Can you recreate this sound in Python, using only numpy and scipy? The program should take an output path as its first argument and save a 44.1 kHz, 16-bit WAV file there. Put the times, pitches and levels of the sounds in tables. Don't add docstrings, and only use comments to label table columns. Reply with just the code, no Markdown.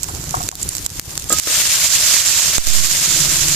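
import sys
import numpy as np
from scipy import signal
from scipy.fft import rfft, irfft, next_fast_len
from scipy.io import wavfile
from scipy.ndimage import uniform_filter1d, map_coordinates

SR = 44100
rng = np.random.default_rng(int(sys.argv[2]) if len(sys.argv) > 2 else 0)


def master(y):
    cut = np.clip(np.atleast_2d(y).T, -1, 1)
    pcm = np.round(cut * 32767)
    wavfile.write(sys.argv[1], SR, pcm.astype(np.int16))


def ratio_of_db(decibels):
    return 10 ** (np.asarray(decibels, float) / 20)


N = 156555

# time in seconds, level in dB.
BOIL_DB = [(0, -33), (.25, -29.5), (.47, -28), (.7, -30), (1.0, -31), (1.285, -32), (1.3, -23.5),
           (1.345, -16.5), (1.4, -16), (1.485, -14), (1.51, -12.5), (1.9, -12.5), (2.15, -11.5),
           (2.3, -12.5), (2.55, -13.5), (2.8, -16), (3.15, -13), (3.55, -16)]
# frequency in Hz, density in dB per Hz.
HISS_DB = [(500, -28.5), (609, -14.5), (784, -21.5), (1110, -16), (4880, -4.5), (7200, -2), (8400, -9.5),
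           (14400, -12.5)]
# frequency in Hz, left-right difference in dB.
LEAN_DB = [(100, 1), (1400, 1), (3100, 0), (6800, -8.5), (7700, -15.5), (8500, 10.5), (9900, -4),
           (14000, 1)]
# frequency in Hz, correlation from 0 to 1.
HISS_ALIKE = [(100, 1), (1000, 0.95), (2500, 0.93), (5000, 0.011), (14000, 0.014)]
# centre in seconds, left gain in dB, right gain in dB.
LULLS_DB = [(1.545, -1, -3), (1.635, -4, -1.8), (1.686, -4.5, -4.5), (1.74, -0.2, -3.5), (1.785, -1, -7.5),
            (1.896, -5.5, -2.5), (2.0, 0.5, -2.5), (2.05, 0.5, 0.5), (2.09, 1.7, 0), (2.135, 0.5, 1),
            (2.2, -2, -2), (2.24, -3, -7), (2.325, -1.8, 0.5), (2.36, -1.5, -1), (2.409, -4, -2),
            (2.515, -6, -2), (2.721, -5, -2.2), (2.82, -1, 1.5), (2.885, -4, -2.5), (2.95, 0, -2),
            (3.01, 1, -0.5), (3.08, 0.5, -2), (3.28, -4.5, -2.5), (3.38, -2, 1), (3.46, -2, -2)]
# time in seconds, extra left level in dB.
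TURN_DB = [(0, -13.5), (.8, -2.5), (1.2, -4.5), (1.5, 1), (1.8, 0.5), (1.9, -1), (2.2, -2.8), (2.55, -1.9),
           (2.75, -1.5), (3.1, -4.1), (3.25, -0.9), (3.55, -1.2)]
# frequency in Hz, density in dB.
FIRE_DB = [(25, -4), (70, 3.5), (120, -1), (155, -0.5), (210, -10.5), (330, -9.5), (450, -15.5),
           (2500, -21.5)]
# frequency in Hz, correlation from 0 to 1.
FIRE_ALIKE = [(25, 0.72), (150, 0.98), (600, 0.54), (3000, 0.096)]
# time in seconds, level in dB.
DRAUGHT_DB = [(0, -30.5), (.44, -28.5), (.46, -27), (.5, -33), (1.3, -31.5), (1.39, -30), (1.6, -37),
              (2.4, -35.5), (3.0, -34.5), (3.2, -28), (3.55, -31.5)]
# centre in Hz, width in Hz, level in dB.
FLUE_MODES = [(150.6, 37, 1), (325.5, 64, -8.5)]
# time in seconds, level in dB.
HUM_DB = [(0, -47.5), (2.5, -50), (2.8, -45), (3.05, -43), (3.2, -31), (3.3, -38), (3.4, -35), (3.55, -33)]
# start in seconds, peak in dB, pan in dB (the left port is louder by 0.6 x (pan + 11)
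# dB), thud in dB.
FAT_SPITS = [(0.031, -9, -35, -5), (0.0418, -8.5, -26, -3), (0.081, -19, -19, -6), (0.085, -15, -14.5, 5),
             (0.1487, -17, -39, -20), (0.159, -19, -19, 0), (.2, -23, -15, -12), (.2125, -20, -15, -12),
             (0.24, -14.5, -19, -12), (.2922, -10.5, -12, -10), (.328, -23, -15, -16),
             (0.3506, -8.5, -14, -9), (0.308, -11.5, -20, -17), (0.4186, -13, -22, -3),
             (0.4289, -8.5, -21, -4), (0.436, -12, -25, -17), (0.488, 2.5, -3, 4), (0.5146, -6.5, -22, 5),
             (0.5535, -2, -5, -10), (0.6145, -57, -8, -16), (0.6892, -26, -6, -18), (0.751, -7.5, -32, 6),
             (0.767, -9, -22, -13), (0.761, -17, -20, -17), (0.7818, -10.5, -36, -18),
             (.8512, -14, -21, -12), (0.8620, 0, -14, 2), (0.864, -0.5, -13, -5), (0.8931, -8, -14, -10),
             (0.9015, -6, -19, -10), (.9209, -23, -18, -14), (.9687, -26, -8, -14), (.976, -27, -18, -12),
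             (0.9958, 0, 4, -.6), (1.0938, -18, 2, -17), (1.1325, -23, -8, -12), (1.154, -10, 4, -20),
             (1.1764, -1, -7, 3.5), (1.1952, -9, -3.5, -20), (1.1972, -9, -16, -18), (1.2415, -12, -4, -5),
             (1.385, 3, -17, -20), (1.3974, 8, 3, -10), (1.4722, 4, 3, 4), (1.4994, -1, -1, -22),
             (2.5814, -1.5, 9, 21), (2.643, -3, -12, -10), (2.6693, 7, -8, 0), (2.6745, -3, -22, -12),
             (2.7014, -5, -18, -12), (2.8704, -6, -22, -14), (3.483, 4, -17, 2)]
# start in seconds, length in seconds, level in dB.
SPATTER_BURSTS = [(.0325, .004, -12), (.149, .003, -26), (.6147, .0015, -15), (.6245, .004, -19),
                  (.6285, .005, -13), (.6895, .003, -10), (1.2945, .006, -15), (1.3255, .006, -6),
                  (.086, .012, -29), (.75, .03, -30), (.85, .009, -28), (1.31, .008, -18)]
# frequency in Hz, level in dB.
SPIT_DB = [(200, -40), (1000, -24), (3000, -12.5), (5500, -5.5), (7400, -4), (9000, -10), (13000, -11.5),
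           (15500, -5)]
# frequency in Hz, level in dB.
THUD_DB = [(100, -1), (700, -4.5), (2000, -5), (4000, -7), (15000, -15)]
# frequency in Hz, level in dB.
SPRAY_DB = [(1000, -56), (4000, -15.5), (6000, -15), (7400, 0.5), (8600, -10.5), (13000, -16), (15500, -11)]
# start in seconds, level in dB, extra for the low modes in dB.
TRAY_KNOCKS = [
    (.088, -31.5, -3),
    (.3415, -18, -1.5),
    (.35, -24, -8),
    (.367, -29, 2.5),
    (.401, -27.5, 4.5),
    (.412, -34, 5),
    (.525, -29.5, 5),
]
# frequency in Hz, level in dB, 60 dB decay in seconds.
TRAY_MODES = [(722, 2.5, 0.092), (784, 4, 0.043), (944, 7, 0.033), (1106, 8.5, 0.045), (1330, 4, 0.03),
              (1540, -1, 0.034)]
# start in seconds, level in dB, extra for the low modes in dB.
TOMATO_BLOWS = [
    (1.3035, -18, -3),
    (1.312, -30, -6),
    (1.321, -23, 4),
    (1.331, -24, 3),
    (1.365, -33, -2),
    (1.4725, -22, 3),
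    (1.479, -28, -3),
    (1.5, -33, 12.5),
]
# frequency in Hz, level in dB, 60 dB decay in seconds.
WOK_MODES = [(317, 1.5, 0.034), (486, -1.7, 0.054), (576, -2.5, 0.046), (630, 4, 0.017), (885, -13, 0.03),
             (1261, 2, 0.11), (1628, -0.5, 0.073), (1990, -8, 0.051), (3300, -7, 0.064)]
# time in seconds, offset re full scale.
DROPLET_PRESSURE = [
    (2.5818, 0),
    (2.5826, -.33),
    (2.64, 0),
    (2.665, .11),
    (2.677, .19),
    (2.75, .41),
    (2.88, .09),
    (3.0, .0),
    (3.2, -.04),
]
# start in seconds, rise in seconds, end in seconds, offset
BRIEF_SHIFTS = [
    (2.666, .004, 2.6755, .2),
    (2.687, .007, 2.702, .13),
]
# start in seconds, depth in dB.
DUCKS_DB = [
    (0.492, 11.5),
    (0.865, 9.5),
    (.998, 9.5),
    (1.181, 3.5),
    (1.399, 13.5),
    (2.57, 4),
    (2.584, 12.5),
    (2.678, 2.5),
]

CRACKLE_PER_S, CRACKLE_DB, CRACKLE_SPREAD_DB = 1200, 3, 4.5
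CRACKLE_FADE_DB_PER_DB = 0.34
PORT_DELAY_S = .0003
BODY_HZ, BODY_GROWTH_DB_PER_DB = 4500, .3
LULL_S = 0.017
RATTLE_S, RATTLE_DB = 0.002, -9
LOW_MODES_HZ = 830
RECOVER_DB_PER_S, HOLD_S_PER_DB, DUCK_SMOOTH_S = 112, 0.0016, .003
CEILING = 0.92
TOP_HZ = 14330


def unit(x):
    return x / np.sqrt(np.mean(x ** 2) + 1e-20)


def along(points, hz):
    f, v = np.transpose(points)
    return np.interp(np.log(hz + 1), np.log(f + 1), v)


def curve(rows):
    return np.interp(np.arange(N) / SR, *np.transpose(rows), right=rows[-1][1])


def wobble(rate_hz):
    knots = rng.standard_normal(int(N * rate_hz / SR) + 4)
    return map_coordinates(knots, [np.arange(N) * rate_hz / SR])


def filtered(x, response):
    m = next_fast_len(N + 8192)
    return irfft(rfft(x, m) * response(np.fft.rfftfreq(m, 1 / SR)), m)[..., :N]


def ports(spectrum, hz):
    return ratio_of_db(along(spectrum, hz) + np.outer([.5, -.5], along(LEAN_DB, hz)))


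def causal(x, spectrum):
    cepstrum = irfft(np.log(ports(spectrum, np.fft.rfftfreq(1024, 1 / SR))), 1024)
    cepstrum = cepstrum * np.r_[1, np.full(511, 2), 1, np.zeros(511)]
    pulse = irfft(np.exp(rfft(cepstrum)), 1024)[:, :512]
    return signal.fftconvolve(x, pulse / np.abs(pulse).max(), axes=1)[:, :N]


def rush(alike, patchy_db):
    z = signal.stft(rng.standard_normal((2, N)), nperseg=256)[2]
    field = uniform_filter1d(rng.standard_normal(z.shape[1:]), 8, 0)
    field = uniform_filter1d(field, 6, 1)
    pair = signal.istft(z * ratio_of_db(patchy_db * unit(field)), nperseg=256)[1][:, :N]

    def mid_side_gains(hz):
        angle = np.arccos(np.clip(along(alike, hz), -1, 1)) / 2
        return np.array([np.cos(angle), np.sin(angle)])

    mid, side = filtered(pair, mid_side_gains)
    return np.array([mid + side, mid - side])


def bubbles():
    place, rarity, sign, bearing, lean = rng.random((int(CRACKLE_PER_S * N / SR), 5)).T
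    size = ratio_of_db(-CRACKLE_SPREAD_DB * np.log(rarity + .015)) * np.sign(sign - .5)
    pops = []
    for side in (1, -1):
        delay = side * (bearing - .5) * 4 * PORT_DELAY_S * SR
        at = np.clip((place * N + delay).astype(int), 0, N - 1)
        pops.append(np.bincount(at, size * ratio_of_db(side * 7.8 * (lean + 0.5)), N))
    return unit(causal(np.array(pops), HISS_DB))


def sizzle():
    boil_db = curve(BOIL_DB)
    hiss = unit(filtered(rush(HISS_ALIKE, patchy_db=1.1), lambda hz: ports(HISS_DB, hz)))
    crackle_db = CRACKLE_DB - CRACKLE_FADE_DB_PER_DB * (boil_db - boil_db.min())
    both = hiss + bubbles() * ratio_of_db(crackle_db)
    body = filtered(both, lambda hz: 1 / (1 + (hz / BODY_HZ) ** 4))
    both = both + body * (ratio_of_db(BODY_GROWTH_DB_PER_DB * (boil_db - boil_db.max())) - 1)
    t = np.arange(N) / SR
    lull_db = sum(np.outer(db, np.exp(-((t - s) / LULL_S) ** 2)) for s, *db in LULLS_DB)
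    turn_db = np.outer([1, 0], curve(TURN_DB))
    flutter_db = np.array([1.23 * wobble(40) + 0.49 * wobble(150) for port in (0, 1)])
    shared_db = 0.51 * wobble(39.92)
    return ratio_of_db(boil_db + lull_db + turn_db + flutter_db + shared_db) * both


def flue(hz):
    return sum(ratio_of_db(db) / (1 + (2 * (hz - centre) / width) ** 4) for centre, width, db in FLUE_MODES)


def fire():
    noise = rush(FIRE_ALIKE, patchy_db=2.36)
    roar = unit(filtered(noise, lambda hz: ratio_of_db(along(FIRE_DB, hz)) * (hz > 12)))
    hum = unit(filtered(rng.standard_normal(N), flue))
    return ratio_of_db(curve(DRAUGHT_DB) + 0.88 * wobble(7.9)) * roar + ratio_of_db(curve(HUM_DB)) * hum


def spits():
    pops, thuds = np.zeros((2, 2, N + SR))
    t = np.arange(SR // 50) / SR
    for s, db, pan_db, thud_db in FAT_SPITS:
        start = round(s * SR) + 30
        rattle = ratio_of_db(RATTLE_DB - 60 * t / (3 * RATTLE_S)) * rng.standard_normal((2, len(t)))
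        pop = rattle + 1.0 * (t == 0)
        port_db = np.array([[.3], [-.3]]) * (pan_db + 11)
        pops[:, start:][:, :len(t)] += pop * ratio_of_db(db + 3.5 + port_db)
        thuds[:, start] = ratio_of_db(db + thud_db)
    return causal(pops[:, :N], SPIT_DB) + causal(thuds[:, :N], THUD_DB)


def spatter():
    spray = np.zeros((2, N + SR))
    for s, length_s, db in SPATTER_BURSTS:
        u = np.arange(SR // 10) / SR / length_s
        lumps = rng.standard_normal((2, len(u))) * ratio_of_db(3 * wobble(900)[:len(u)])
        envelope = np.minimum(12 * u, 1) * np.exp(-u ** 2)
        spray[:, round(s * SR):][:, :len(u)] += ratio_of_db(db - 5) * lumps * envelope
    return causal(spray[:, :N], SPRAY_DB)


def struck(hits, modes, left_lag):
    x = np.zeros(N + SR)
    t = np.arange(SR // 4) / SR
    for s, db, low_db in hits:
        ring = 0
        for hz, level_db, t60_s in modes:
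            mode_db = level_db + low_db * (hz < LOW_MODES_HZ) + rng.uniform(-4, 1)
            ring = ring + ratio_of_db(mode_db - 60 * t / t60_s) * np.sin(2 * np.pi * (hz * t + rng.random()))
        x[round(s * SR):][:len(t)] += ratio_of_db(db) * ring * (1 - np.exp(-t / 0.00048))
    return np.array([np.roll(x, left_lag), x])[:, :N]


def tray():
    return struck(TRAY_KNOCKS, TRAY_MODES, left_lag=16) * ratio_of_db([[1.5], [-1.5]])


def tomatoes():
    return struck(TOMATO_BLOWS, WOK_MODES, left_lag=-3)


def droplet():
    t = np.arange(N) / SR
    shifts = 0
    for s, rise_s, release_s, size in BRIEF_SHIFTS:
        shifts = shifts + size * np.clip((t - s) / rise_s, 0, 1) * (t < release_s)
    return curve(DROPLET_PRESSURE) + uniform_filter1d(shifts, size=30)


def scene():
    return sizzle() + fire() + spits() + spatter() + tray() + tomatoes()


def gain_control():
    t = np.arange(N) / SR
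    ducks = []
    for s, db in DUCKS_DB:
        recovering_s = np.maximum(t - s - HOLD_S_PER_DB * db, 0)
        ducks.append((t > s) * np.clip(db - RECOVER_DB_PER_S * recovering_s, 0, None))
    duck_db = np.max(ducks, axis=0)
    return ratio_of_db(-uniform_filter1d(duck_db, max(1, int(DUCK_SMOOTH_S * SR))))


def top_cut(x):
    return signal.sosfilt(signal.butter(12, 15550, fs=SR, output="sos"), x)


def record(dry):
    x = dry * gain_control()
    x = x + np.outer([0, 1], droplet())
    x = x / (1 + np.abs(x / CEILING) ** 8) ** (1 / 8)
    low = filtered(x, lambda hz: hz < TOP_HZ)
    t = np.arange(N) / SR
    sharp = sum(np.exp(-((t - s - .0007) / .0006) ** 2) for s, db, *_ in FAT_SPITS if db > -2.2)
    mix = low + ratio_of_db(-15) * sharp * (x - low)
    return top_cut(mix)


dry = scene()
out = record(dry)
master(out)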